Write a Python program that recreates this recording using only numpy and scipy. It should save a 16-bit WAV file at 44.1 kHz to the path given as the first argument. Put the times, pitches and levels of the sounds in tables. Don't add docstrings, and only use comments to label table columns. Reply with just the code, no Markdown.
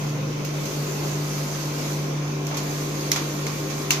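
import sys
import numpy as np
from scipy import signal
from scipy.fft import rfft, irfft, next_fast_len
from scipy.io import wavfile
from scipy.ndimage import uniform_filter1d, map_coordinates

SR = 44100
rng = np.random.default_rng(int(sys.argv[2]) if len(sys.argv) > 2 else 0)


def store_wav(level_fs):
    pcm = np.round(np.clip(np.atleast_2d(level_fs), -1, 1) * 32767)
    wavfile.write(sys.argv[1], SR, pcm.T.astype(np.int16))


N = 176400
TIME = np.arange(N) / SR

# start/s, stop/s, top speed/share of full, hiss trim/dB
PASSES = [(-.6, .15, .55, 0), (.39, 2.13, 1, -0.13), (2.39, 4.6, .952, -0.6)]
ACCEL_PER_S, BRAKE_PER_S = 4.3, 4.2


def carriage():
    runs = [np.clip(np.minimum((TIME - start) * ACCEL_PER_S, (stop - TIME) * BRAKE_PER_S), 0, top)
            for start, stop, top, _ in PASSES]
    speed = sum(runs)
    rubbing = sum(run * amp(trim_db) for run, (*_, trim_db) in zip(runs, PASSES))
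    return rail_hiss(rubbing) + drive_whine(speed) + chain_ticks(speed)


# f/Hz, left density/dB, right density/dB
RAIL_COLOUR = [(120, -87, -83), (400, -71.5, -73), (768, -73.5, -73.5), (1290, -75, -75.5),
               (1880, -78, -79.5), (2400, -77.5, -82), (3380, -79.5, -78), (4750, -74, -74.5),
               (5550, -81.5, -71.5), (6300, -76, -68), (7180, -83, -75), (8470, -87, -84.5),
               (10600, -81.5, -91.5), (12400, -77.5, -91.5), (14000, -80, -94), (15200, -90, -97)]


def rail_hiss(rubbing, lag_s=0.055, turn_s=2.2, fade_db_per_s=0.7):
    keep = np.exp(-1 / (SR * lag_s))
    lingering = signal.lfilter([1 - keep], [1, -keep], rubbing, zi=[rubbing[0]])[0]
    swell = amp(fade_db_per_s * (0.5 - np.abs(TIME - turn_s)))
    hiss = housing_resonances(coloured(patchy_noise(depth_db=1.5), RAIL_COLOUR))
    return hiss * lingering * swell * amp(0.66 * wobble(14))


# f/Hz, level/dB
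WHINE_PARTIALS = [(1251, -50.5), (1960, -56.5), (2498, -63.5), (2672, -61), (3560, -63.5), (4432, -66),
                  (4805, -62)]


def drive_whine(speed):
    travel = np.cumsum(speed * (1 + 0.0019 * wobble(9))) / SR
    whine = np.zeros((2, N))
    for hz, db in WHINE_PARTIALS:
        shimmer = np.array([wobble(24.86) + 1j * wobble(24.83) for ear in range(2)])
        whine += amp(db) * np.real(shimmer * np.exp(2j * np.pi * hz * travel))
    return whine * speed


# f/Hz, left density/dB, right density/dB
CLACK_COLOUR = [(200, -72, -75), (1000, -64, -65), (1620, -55, -53), (2170, -40.5, -55), (2605, -45.5, -58),
                (3350, -72, -47), (4300, -40.5, -60), (4800, -65, -58.5), (6670, -49, -38),
                (7780, -57, -59.5), (8340, -59.5, -83), (10400, -71, -52), (11900, -50.5, -70),
                (15400, -55, -73)]


def chain_ticks(speed, full_speed_per_s=18, gain_db=-33, spread_db=0.5, t60_s=0.031):
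    struck = rng.random(N) < full_speed_per_s * speed / SR
    blows = struck * amp(gain_db + spread_db * rng.standard_normal(N))
    decay = amp(-60 * np.arange(SR // 10) / SR / t60_s)
    envelope = signal.fftconvolve(blows, decay)[:N]
    return coloured(rng.standard_normal((2, N)) * envelope, CLACK_COLOUR)


# t/s, slap gain/dB, ring gain/dB, treble tilt/(dB/octave), rise/s, ping f/Hz, ping level/dB
CLACK_CUES = [(.447, -20.5, -16, 2.5, 0.0028, 6300, -32), (0.654, -23, -16, 1, .002, 6300, -45),
              (2.276, -26, -27, -2, 0.0022, 6300, -50), (2.466, -20, -15, 1, .003, 6300, -35),
              (2.51, -23, -17, -7, .003, 1220, -38), (2.543, -24, -14, -3, .002, 4440, -42),
              (2.569, -15.5, -9, 1, 0.00073, 6150, -44), (3.116, -1.5, -2, 0.5, 0.0013, 5650, -10),
              (3.1584, -10.5, -4.5, -2.5, .002, 1450, -20.5), (3.465, -12.5, -11, -2.5, 0.0026, 6280, -41),
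              (3.698, -25, -13, -0.5, 0.0022, 4470, -45), (3.906, -2.5, 1.5, 0.7, 0.00037, 2620, -13)]
HOLD_S, SLAP_T60_S, PING_T60_S, RING_RISE_S = 0.0016, 0.011, 0.015, 0.0015


def chain_clacks(low_cut_hz=250):
    out, n = np.zeros((2, N + SR)), SR // 2
    t = np.arange(n) / SR
    for start, slap_db, ring_db, tilt_db, rise_s, ping_hz, ping_db in CLACK_CUES:
        attack = 1 - np.exp(-t / rise_s)
        ring_attack = 1 - np.exp(-t / (RING_RISE_S + rise_s))
        decaying_s = np.maximum(t - HOLD_S - rise_s, 0)
        burst = coloured(rng.standard_normal((2, n)), CLACK_COLOUR, tilt_db)
        slap = burst * amp(slap_db - 60 * decaying_s / SLAP_T60_S)
        ping = link_ping(t, ping_hz) * amp(ping_db - 60 * decaying_s / PING_T60_S)
        ring = housing_ring(n, tilt_db) * amp(ring_db)
        out[:, round(start * SR):][:, :n] += (slap + ping) * attack + ring * ring_attack
    return filtered(out[:, :N], lambda hz: hz ** 2 / (hz ** 2 + low_cut_hz ** 2))


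def link_ping(t, hz, width_hz=470):
    scatter = np.cumsum(rng.standard_normal((2, len(t))), axis=1) * np.sqrt(2 * np.pi * width_hz / SR)
    phase = 2 * np.pi * hz * t + uniform_filter1d(scatter, size=16, axis=1)
    pan_db = (along(CLACK_COLOUR, hz, column=1) - along(CLACK_COLOUR, hz, column=2)) / 2
    return amp([[pan_db], [-pan_db]]) * np.sin(phase)


# f/Hz, left density/dB, right density/dB
RING_COLOUR = [(200, -69, -76), (497, -65.5, -65.5), (1130, -56, -57), (1610, -67.5, -60),
               (2230, -55, -65.5), (3200, -62, -59), (4470, -56.5, -57), (6560, -71, -49), (7400, -57, -63),
               (8250, -72, -69), (12200, -61.5, -88), (15000, -70, -83)]
# f/Hz, T60/s
RING_DECAY = [(500, 0.25), (2000, 0.39), (6000, 0.21), (13000, 0.17)]


def housing_ring(n, tilt_db):
    noise = coloured(rng.standard_normal((2, n)), RING_COLOUR, tilt_db)
    hz, when, bands = signal.stft(noise, SR, nperseg=256)
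    decay = amp(-60 * when / along(RING_DECAY, hz)[:, None])
    return signal.istft(bands * decay, SR, nperseg=256)[1][:, :n]


# start/s, length/s, f/Hz, level/dB
FEED_CUES = [(0, .53, 123.3, -41.5), (.57, 0.2, 121.5, -46)]


def feed_motor(ramp_s=0.067):
    hum = np.zeros(N)
    for start, length, hz, db in FEED_CUES:
        fade = np.clip(np.minimum(TIME - start, start + length - TIME) / ramp_s, 0, 1)
        hum += amp(db) * fade * np.sin(2 * np.pi * hz * TIME)
    return np.sqrt(2) * hum * amp(1.2 * wobble(16))


# t/s, level/dB
HUM_RIDE = [(0, -27.5), (.15, -27.5), (.4, -30.5), (.62, -28.5), (.7, -34.5), (.8, -25.5), (.89, -32.5),
            (1.02, -28), (1.35, -29), (1.7, -30.5), (2.02, -29), (2.25, -27), (2.6, -30), (3.05, -31.5),
            (3.4, -30.5), (3.8, -32), (4, -30.5)]


def fan_hum(blade_hz=147.8):
    tone = np.real(flutter(0.09) * np.exp(2j * np.pi * blade_hz * TIME))
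    return np.sqrt(2) * ride(HUM_RIDE) * tone


# f/Hz, left level/dB, right level/dB, flutter depth/0-1,
# level change as the listener walks along/(dB/s)
FAN_TONES = [(49.1, -54.5, -52, .03, 0), (98, -57, -56.5, 0.05, 1.5), (199.5, -42, -48.5, 0.9, -0.5),
             (294, -39.5, -40, 0.4, 1), (329.3, -42.5, -48, 0.97, 1), (391.8, -41.5, -48.5, 0.36, 2.5),
             (450, -48, -61, 0.76, -2.5), (533.8, -48.5, -45, 0.45, 0), (1021, -52.5, -50.5, 0.54, 0),
             (1049, -53, -55, 0.26, 1.5), (1078.5, -49.5, -49.5, 0, 1), (1107, -54, -66, 0.1, 1),
             (2556, -57, -57, .9, -2.5), (2340, -55, -56.5, .9, 3), (6450, -64, -68, 1, -4)]


def fan_tones(speed_drift=0.0012):
    turning = TIME + speed_drift * np.cumsum(wobble(3.04)) / SR
    out = np.zeros((2, N))
    for hz, left_db, right_db, depth, walk_db in FAN_TONES:
        walk = amp(walk_db * (TIME - TIME.mean()))
        unsteady = flutter(depth) / np.sqrt(1 + 2 * depth ** 2)
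        tone = walk * unsteady * np.exp(2j * np.pi * (hz * turning + rng.random()))
        out += np.real([amp(left_db) * tone, amp(right_db) * tone * np.exp(1j * stereo_angle(hz))])
    return np.sqrt(2) * out


# f/Hz, left density/dB, right density/dB
AIR_COLOUR = [(22, -77, -85), (38, -84, -84), (70, -84, -84), (124, -65.5, -61.5), (180, -68, -62),
              (255, -59, -61), (315, -64.5, -63), (523, -62.5, -68.5), (646, -69, -66),
              (1100, -71.5, -70.5), (1400, -72, -75.5), (1690, -76.5, -76.5), (2470, -73, -75),
              (3550, -79, -79.5), (5000, -85, -77.5), (6340, -83, -72), (8030, -92.5, -91.5),
              (10400, -90.5, -102), (12700, -85.5, -109), (15000, -93, -111)]


def fan_air():
    return housing_resonances(coloured(patchy_noise(depth_db=1.17), AIR_COLOUR))


# t/s, gain/dB
DRONE_RIDE = [(0, -4), (.4, -3.5), (.85, 2.5), (1.25, -1.5), (1.48, -21), (1.95, 0.5), (2.45, -14),
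              (2.8, -2.5), (3.35, 0.5), (3.7, -3.5), (4, -6)]
# f/Hz, left density/dB, right density/dB
DRONE_COLOUR = [(149, -86, -87), (288, -63.5, -60.5), (320, -58.5, -61), (431, -62.5, -65),
                (594, -75.5, -72.5), (1100, -100, -100)]


def housing_drone():
    return ride(DRONE_RIDE) * coloured(rng.standard_normal((2, N)), DRONE_COLOUR)


def housing_resonances(x, depth_db=1.73, spacing_hz=44.74):
    knots = rng.standard_normal((2, 4096))

    def response(hz):
        ripple = np.array([map_coordinates(ear, [hz / spacing_hz], mode="wrap") for ear in knots])
        return amp(depth_db * np.minimum(hz / 1500, 1) * ripple)
    return filtered(x, response)


# f/Hz, left-right correlation/0-1
CORRELATION = [(50, .99), (120, 0.85), (240, 1), (480, 0.67), (950, 0.11), (1900, 0)]


def stereo_angle(hz):
    return np.arccos(np.clip(along(CORRELATION, hz), -1, 1))


def coloured(white, colour, tilt_db=0):
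    def width(hz):
        half = stereo_angle(hz) / 2
        return np.array([np.cos(half), np.sin(half)])

    def eq(hz):
        tilt = tilt_db * np.log2(np.maximum(hz, 800) / 4000)
        return amp([along(colour, hz, column) + tilt for column in (1, 2)])
    mid, side = filtered(white, width)
    return filtered(np.array([mid + side, mid - side]), eq) * np.sqrt(SR / 2)


def patchy_noise(depth_db):
    bands = signal.stft(rng.standard_normal((2, N)), nperseg=512)[2]
    patches = uniform_filter1d(rng.standard_normal(bands.shape[1:]), size=6, axis=0)
    patches = uniform_filter1d(patches, size=12, axis=1)
    return signal.istft(bands * amp(depth_db * patches / patches.std()), nperseg=512)[1][:, :N]


def flutter(depth, rate=17):
    return 1 + depth * (wobble(rate) + 1j * wobble(rate))


def wobble(rate):
    coarse = np.linspace(0, N, 2048)
    curve = map_coordinates(rng.standard_normal(1024), [coarse * rate / SR + 2], mode="wrap")
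    return np.interp(np.arange(N), coarse, curve)


def filtered(x, response):
    n = x.shape[-1]
    padded = next_fast_len(n + SR // 10)
    return irfft(rfft(x, padded) * response(np.fft.rfftfreq(padded, 1 / SR)), padded)[..., :n]


def along(table, hz, column=1):
    points = np.array(table, float)
    return np.interp(np.log(hz + 1), np.log(points[:, 0] + 1), points[:, column])


def ride(points):
    return amp(np.interp(TIME, *np.transpose(points)))


def amp(db):
    return 10 ** (np.asarray(db) / 20)


def scene():
    bed = fan_air() + fan_tones() + fan_hum() + housing_drone() + feed_motor()
    return carriage() + chain_clacks() + bed


def record(dry, ceiling=0.85, top_hz=15500):
    rounded = dry / (1 + np.abs(dry / ceiling) ** 6) ** (1 / 6)
    return filtered(rounded, lambda hz: hz < top_hz)


dry = scene()
out = record(dry)
store_wav(out)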